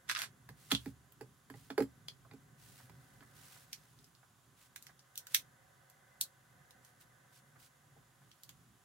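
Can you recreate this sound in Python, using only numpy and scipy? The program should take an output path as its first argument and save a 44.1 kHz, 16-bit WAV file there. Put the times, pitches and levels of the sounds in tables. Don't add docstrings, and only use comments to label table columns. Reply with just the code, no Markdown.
import sys
import numpy as np
from scipy import signal
from scipy.fft import rfft, irfft, next_fast_len
from scipy.io import wavfile
from scipy.ndimage import map_coordinates

SR = 44100
rng = np.random.default_rng(int(sys.argv[2]) if len(sys.argv) > 2 else 0)


def waveform_to_disk(signal):
    frames = np.transpose(np.atleast_2d(signal))
    scaled = np.clip(frames, -1, 1) * 32767
    samples = np.round(scaled).astype(np.int16)
    wavfile.write(sys.argv[1], SR, samples)


N = 389844
LEAD_S = 0.006


def amp(db):
    return 10 ** (np.asarray(db) / 20)


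def unit(x):
    return x / np.sqrt(np.mean(x ** 2) + 1e-20)


def along(points, hz):
    f, value = np.transpose(points)
    return np.interp(np.log(hz + 1), np.log(f + 1), value)


def curve(points):
    s, value = np.transpose(points)
    return np.interp(np.arange(N) / SR, s, value)


def wobble(rate):
    knots = rng.standard_normal(int(N * rate / SR) + 4)
    return map_coordinates(knots, [np.arange(N) * rate / SR])


def filtered(x, gain):
    size = next_fast_len(N + SR // 4)
    spectrum = rfft(x, size) * gain(np.fft.rfftfreq(size, 1 / SR))
    return irfft(spectrum, size)[..., :N]


def pair(alike, size):
    mid, side = rng.standard_normal((2, size))
    turn = np.arccos(np.clip(alike, -1, 1)) / 2
    return np.cos(turn) * mid + np.sin(turn) * np.array([side, -side])


def rush(spectrum, alike):
    return unit(filtered(pair(alike, N), lambda hz: amp(along(spectrum, hz))))


def causal(x, gain, size=2048):
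    log_gain = np.log(np.maximum(gain(np.fft.rfftfreq(size, 1 / SR)), 1e-5))
    cepstrum = irfft(log_gain)
    cepstrum[1:size // 2] *= 2
    cepstrum[size // 2 + 1:] = 0
    response = irfft(np.exp(rfft(cepstrum)))
    return signal.fftconvolve(x, response[None], axes=1)[:, :x.shape[1]]


def crack(t, t60, alike, rise_s=0.008):
    late = t - LEAD_S
    burst = pair(alike, len(t)) * amp(-60 * np.maximum(late / t60, -late / rise_s))
    return burst / np.sqrt(np.sum(burst ** 2) / 2)


def ring(modes, t, blur_hz=70):
    hz, db, t60 = np.transpose(modes)[:, :, None]
    strength = amp(db + rng.normal(0, 3.3, (2, len(modes), 1)) - 60 * t / t60)
    steps = rng.standard_normal((2, len(modes), len(t)))
    drift = np.cumsum(steps, axis=2) * np.sqrt(2 * np.pi * blur_hz / SR)
    return np.sum(strength * np.sin(2 * np.pi * hz * t + drift), axis=1)


def add(track, s, sound):
    part = track[:, max(round(s * SR), 0):][:, :sound.shape[-1]]
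    part += sound[..., :part.shape[1]]


# (t/s, level/dB), relative
HUM_LEVEL = [(0.0, -69.5), (3.2, -69), (3.72, -72), (4.13, -73), (5.1, -75.5), (8.84, -74)]
# (f/Hz, level/dB), relative, per Hz
HUM_SPECTRUM = [(15, -74), (25, -33.5), (32, -34), (59, -11.5), (91, -11.5), (129, 1.5), (153, -4.5),
                (188, -11.5), (281, -13.5), (317, -22.5), (409, -16.5), (450, -26), (580, -56.5),
                (990, -120)]
# (f/Hz, width/Hz, level/dB), relative
WHIR_PEAKS = [(534, 80, -0.5), (747, 102, -1), (983, 31, -3), (1241, 130, -7), (1513, 74, 1),
              (1738, 410, -4.5), (2033, 63, -4)]
# (t/s, level/dB), relative
WHIR_LEVEL = [(0.0, -74), (1.33, -83), (3.49, -70.5), (4.18, -86), (5.22, -75.5), (5.32, -74),
              (7.21, -73.5), (8.84, -82.5)]
# (f/Hz, level/dB), relative, per Hz
HISS_SPECTRUM = [(210, -42.5), (350, -6.5), (458, -23.5), (529, -12.5), (660, -12.5), (738, -7),
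                 (906, -13.5), (981, -5.5), (1370, -9), (1550, -9.5), (2270, -17.5), (3490, -14.5),
                 (4030, -18), (5500, -18.5), (7000, -14.5), (8800, -20), (10500, -15.5), (12000, -21),
                 (15500, -22.5)]


def background(hum_db=4, whir_db=3.0, hiss_db=-71, waver_db=1.92):
    hum_level = curve(HUM_LEVEL) + hum_db + waver_db * wobble(10)
    hum = amp(hum_level) * rush(HUM_SPECTRUM, alike=0.87)

    def peaks(hz):
        return sum(amp(db) / (1 + (2 * (hz - centre) / width) ** 2) for centre, width, db in WHIR_PEAKS)

    whir_level = curve(WHIR_LEVEL) + whir_db + 1.35 * wobble(5)
    whir = amp(whir_level) * unit(filtered(pair(0.23, N), peaks))
    return hum + whir + amp(hiss_db) * rush(HISS_SPECTRUM, alike=0.5)


# (f/Hz, t60/s)
ROOM_DECAY = [(200, 0.18), (1500, 0.099), (5000, 0.12), (14000, 0.1)]


def room(x, gap_s=0.0022):
    hz, t, grains = signal.stft(rng.standard_normal((2, SR // 4)), SR, nperseg=256)
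    fading = grains * amp(-60 * t / along(ROOM_DECAY, hz)[:, None])
    tail = signal.istft(fading, SR, nperseg=256)[1]
    tail = np.pad(tail / np.linalg.norm(tail[0]), ((0, 0), (round(gap_s * SR), 0)))
    return signal.fftconvolve(x, tail, axes=1)[:, :N]


# (f/Hz, level/dB), relative, per Hz
SKIN_SPECTRUM = [(400, -21), (1000, -1), (2000, 0), (4000, 1), (7000, -0.5), (10000, 0.5), (13000, -4),
                 (15500, -2)]
# (t/s, length/s, level/dB), relative
STROKES = [(0.567, 0.35, -64), (1.536, .17, -67.5), (2.586, 0.28, -63.5), (2.862, 1.23, -71.5),
           (3.342, 0.3, -64.5), (4.57, 0.11, -66.5), (4.79, 0.13, -71.5), (5.298, 0.12, -56),
           (6.826, 0.092, -71.5), (6.997, 0.045, -66), (7.32, .085, -66), (7.589, 0.091, -63.5),
           (8.187, 0.51, -78.5)]


def rubbing(grain_db=2.0, edge_s=0.029, fade_db=5, level_db=1.5):
    t, pressure = np.arange(N) / SR, np.zeros(N)
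    for s, length, db in STROKES:
        touch = np.clip(np.minimum(t - s, s + length - t) / edge_s + 0.5, 0, 1)
        place = np.clip(2 * (t - s) / length - 1, -1, 1)
        pressure += touch * amp(db + level_db - fade_db * place ** 2)
    grain = amp(grain_db * wobble(250) + 0.41 * wobble(54))
    return pressure * unit(rush(SKIN_SPECTRUM, alike=0.41) * grain)


# (t/s, level/dB, tone as a multiple of the usual frequencies), level relative
BUMPS = [(2.253, -27, 0.75), (2.803, -28, 0.89), (3.226, -26, 0.93), (3.565, -28.5, 0.93),
         (4.232, -31, 0.92), (4.894, -27.5, 1.0), (7.56, -29.5, 1), (7.966, -26, 0.41), (8.219, -33, 1)]


def fingers():
    out, t = np.zeros((2, N)), np.arange(SR // 6) / SR
    soft = [(200, -17.5), (700, 4), (2000, 4.5), (2800, -18.5), (9000, -32)]  # (f/Hz, level/dB)
    for s, db, tone in BUMPS:
        touch = crack(t, t60=0.059, alike=1.0, rise_s=0.027)
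        bump = causal(touch, lambda hz: amp(along(soft, hz / tone)))
        add(out, s - LEAD_S, amp(db) * bump)
    return out


def snap(t, lowest_hz, treble_db, t60, rattle_db, core_t60=0.0045, skirt_hz=14000):
    hardness = [(1600, 2.5), (2100, -2.5), (3600, 0), (5000, -2.0),
                (7000, 0.49 * treble_db + 1.5), (10000, 0.54 * treble_db - 0.5),
                (13000, treble_db + 7.0), (16000, treble_db - 0.5)]
    steepness = np.clip(skirt_hz / lowest_hz, 2, 8)

    def colour(hz):
        leak = 0.025 * np.minimum(hz / lowest_hz, 1)
        cutoff = leak + 1 / np.hypot(1, (lowest_hz / (hz + 1)) ** steepness)
        return amp(along(hardness, hz)) * cutoff

    core = crack(t, core_t60, alike=0.2, rise_s=0.54 * core_t60)
    rattle = amp(rattle_db) * crack(t, t60, alike=0.37, rise_s=0.5 * t60)
    return causal((core + rattle) / np.hypot(1, amp(rattle_db)), colour)


# (t/s, length/s, friction level/dB), relative
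SLIDES = [(0.092, 0.027, -40), (0.172, 0.069, -42), (.71, 0.006, -40.5)]
# (f/Hz, level/dB), relative, per Hz
SCRAPE_SPECTRUM = [(180, -65.5), (300, -17.5), (404, -28), (720, -15.5), (1160, -8), (1490, -0.5),
                   (2740, -11), (3570, -5.5), (3750, -10), (10800, -13), (15500, -31)]
# (t/s, level/dB, treble level/dB), relative
CATCHES = [(.0975, 0.5, -28.5), (.1035, -8, -39), (.114, -7, -20), (0.1508, -3.5, -33), (.162, -5.5, -48),
           (.169, -9.5, -40), (.191, -11, -12), (0.2188, -7.5, -13.5), (.716, 1.5, -52)]
GRAB_DB_PER_S, RELEASE_DB_PER_S = 1900, 750


def scrape(rough_db=4, level_db=-2, slips_per_s=700):
    t, friction = np.arange(N) / SR, np.zeros(N)
    for s, length, db in SLIDES:
        before = np.maximum(s - t, 0)
        after = np.maximum(t - s - length, 0)
        friction += amp(db - GRAB_DB_PER_S * before - RELEASE_DB_PER_S * after)
    ticks = unit(pair(0.294, N) * (rng.random(N) < slips_per_s / SR))
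    hiss = unit(pair(0.77, N) * amp(rough_db * wobble(450)))
    grating = unit(filtered(ticks + hiss, lambda hz: amp(along(SCRAPE_SPECTRUM, hz))))
    out = amp(level_db) * friction * grating
    for s, db, treble_db in CATCHES:
        catch = snap(t[:SR // 6], lowest_hz=1176, treble_db=treble_db, t60=0.019, rattle_db=-3)
        add(out, s - LEAD_S, amp(db) * catch)
    return out


# (f/Hz, level/dB, t60/s), level relative
TABLE_MODES = [(122, -0.5, 0.096), (152.6, -8, 0.21), (210, -4, 0.15), (271.7, 2, 0.12), (354, -20, 0.16),
               (401, 1, 0.071), (430.2, 4.5, 0.076), (489.6, -3, 0.11), (547, -4.5, 0.093), (582, -14, 0.2),
               (817, 3.5, 0.057)]


def thump(t, pitch_hz, octaves=0.47, swell_cycles=1.6, spread_db=-18):
    hz, db, t60 = np.transpose(TABLE_MODES)[:, :, None]
    reach = amp(spread_db) + np.exp(-(np.log2(hz / pitch_hz) / octaves) ** 2)
    swell = 1 - np.exp(-(t * hz / swell_cycles) ** 2)
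    boom = np.sum(reach * amp(db - 60 * t / t60) * swell * np.sin(2 * np.pi * hz * t), axis=0)
    return boom / np.max(np.abs(boom))


def sway(t, swell_s=0.0122):
    modes = [(72.7, -7, 0.58), (93.5, -4.0, 0.16), (122.5, 2, 0.27), (160.3, 9.5, 0.12)]  # (f/Hz, level/dB, t60/s)
    rocking = sum(amp(db - 60 * t / t60) * np.sin(2 * np.pi * hz * t) for hz, db, t60 in modes)
    return rocking * (1 - np.exp(-(t / swell_s) ** 2))


# (t/s, part, thump level/dB, pitch f/Hz, clack level/dB, steel tick level/dB), relative
KNOCKS = [(.491, "pistol", -53, 133, -44.5, -55), (.719, "pistol", -28.5, 237, -29, -34),
          (.86, "pistol", -36.5, 265, -46.5, -54.5), (1.211, "magazine", -42.5, 383, -44, -57),
          (1.501, "magazine", -47, 280, -49.5, -58), (1.541, "magazine", -49.5, 126, -52, -78),
          (1.704, "magazine", -40.5, 282, -36, -54), (1.78, "magazine", -23, 456, -29.5, -44),
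          (1.8049, "magazine", -23.5, 320, -33.5, -50), (1.823, "magazine", -45.5, 256, -44.5, -49),
          (2.313, "magazine", -54, 124, -50, -83), (2.336, "magazine", -48, 297, -57.5, -67),
          (2.897, "pistol", -62, 136, -51.5, -62), (3.208, "pistol", -59.5, 274, -52.5, -79)]
# (f/Hz, level/dB, t60/s), level relative
SHELL_MODES = [(3050, -7, 0.048), (4970, -12, 0.16), (7500, -6, 0.088), (10300, -6, 0.13),
               (12900, -6, 0.052), (14180, -23, .11)]
SWAY_DB = {"pistol": -11, "magazine": -27}
SHELL_RING_DB = -4


def knocks(thump_db=1, hard_db=31, tick_db=22):
    clacks, thumps, t = np.zeros((2, N)), np.zeros((2, N)), np.arange(SR // 3) / SR
    dull = [(150, -13), (500, -9), (850, -3.5), (1900, -0.5), (2800, -14.5),
            (5000, -14.0), (8000, -48), (15000, -43.5)]
    for s, part, db, pitch_hz, clack_db, steel_db in KNOCKS:
        contact = crack(t, t60=0.016, alike=1.0, rise_s=0.007)
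        clack = amp(clack_db + hard_db) * causal(contact, lambda hz: amp(along(dull, hz)))
        tick = amp(steel_db + tick_db) * crack(t, t60=0.017, alike=0.18, rise_s=0.0055)
        add(clacks, s - LEAD_S, clack + tick)
        add(thumps, s, amp(db + thump_db) * thump(t, pitch_hz))
        add(thumps, s, amp(db + SWAY_DB[part]) * sway(t))
        if part == "magazine":
            add(clacks, s, amp(steel_db + SHELL_RING_DB) * ring(SHELL_MODES, t))
    return clacks, thumps


# (t/s, level/dB, lowest resonance f/Hz, treble level/dB), levels relative
CLICKS = [(.719, -3, 1230, -12), (0.7499, -0.5, 2890, -28.5), (1.123, -43, 2470, 9),
          (2.0845, -13, 3140, -20.5), (3.731, -10, 1800, -14.5), (3.99, -28.5, 4500, -28),
          (4.044, -25, 4770, -22), (4.1512, -34.5, 2850, -19), (4.7614, -17, 1120, -7),
          (4.8257, -22, 5000, -11), (4.8684, -22, 1380, -17), (4.9937, -24, 5000, -26),
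          (5.157, -22.5, 2300, -8.5), (5.1775, -10.5, 3320, -5.5), (5.27, -22.5, 1360, -4.5),
          (5.3471, 5.5, 1730, -5.5), (5.9, -33.5, 3870, -4), (6.2122, -0.5, 4240, -4.5),
          (6.7084, -30, 2530, -9.5), (6.8492, -26.5, 4970, -12.5), (7.013, -38.5, 2150, -1),
          (8.316, -26.5, 2580, -26), (8.435, -23.5, 3100, -8.5), (8.493, -23, 800, -9.5)]
# (f/Hz, level/dB, t60/s), level relative
FRAME_MODES = [(3160, -16, 0.048), (3280, 6.5, 0.012), (3350, 1, 0.035), (3387, 2.5, 0.016),
               (4200, -31, 0.056), (4760, -14.5, 0.051), (5800, -18, .06), (10700, -21, 0.062)]
LOOSE_FROM_S, LOOSE_TO_S = 0.717, 3.5
FRAME_RING_DB = -31.5


def clicks():
    out, t = np.zeros((2, N)), np.arange(SR // 6) / SR
    for s, db, lowest_hz, treble_db in CLICKS:
        click = snap(t, lowest_hz, treble_db, t60=0.025, rattle_db=-5)
        add(out, s - LEAD_S, amp(db) * click)
        if LOOSE_FROM_S < s < LOOSE_TO_S:
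            add(out, s, amp(db + FRAME_RING_DB) * ring(FRAME_MODES, t))
    return out


def from_right(x, right_db, lag_s):
    side = np.array([[-1], [1]])
    return filtered(x, lambda hz: amp(right_db * side) * np.exp(1j * np.pi * hz * lag_s * side))


def scene(handling_room_db=-4, table_room_db=-17, radiate_hz=60):
    clacks, thumps = knocks()
    handling = from_right(clicks() + clacks + scrape() + fingers(), right_db=1.55, lag_s=0.00007)
    highpass = signal.butter(2, radiate_hz, "highpass", fs=SR, output="sos")
    table = from_right(signal.sosfilt(highpass, thumps), right_db=1.6, lag_s=0.00009)
    echo = room(amp(handling_room_db) * handling + amp(table_room_db) * table)
    soft_layers = (rubbing() + background()) * amp([[-0.8], [0.8]])
    return handling + table + echo + soft_layers


def record(dry, top_hz=15900):
    return filtered(dry, lambda hz: np.clip((top_hz - hz) / 300 + 0.5, 0, 1))


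dry = scene()
out = record(dry)
waveform_to_disk(out)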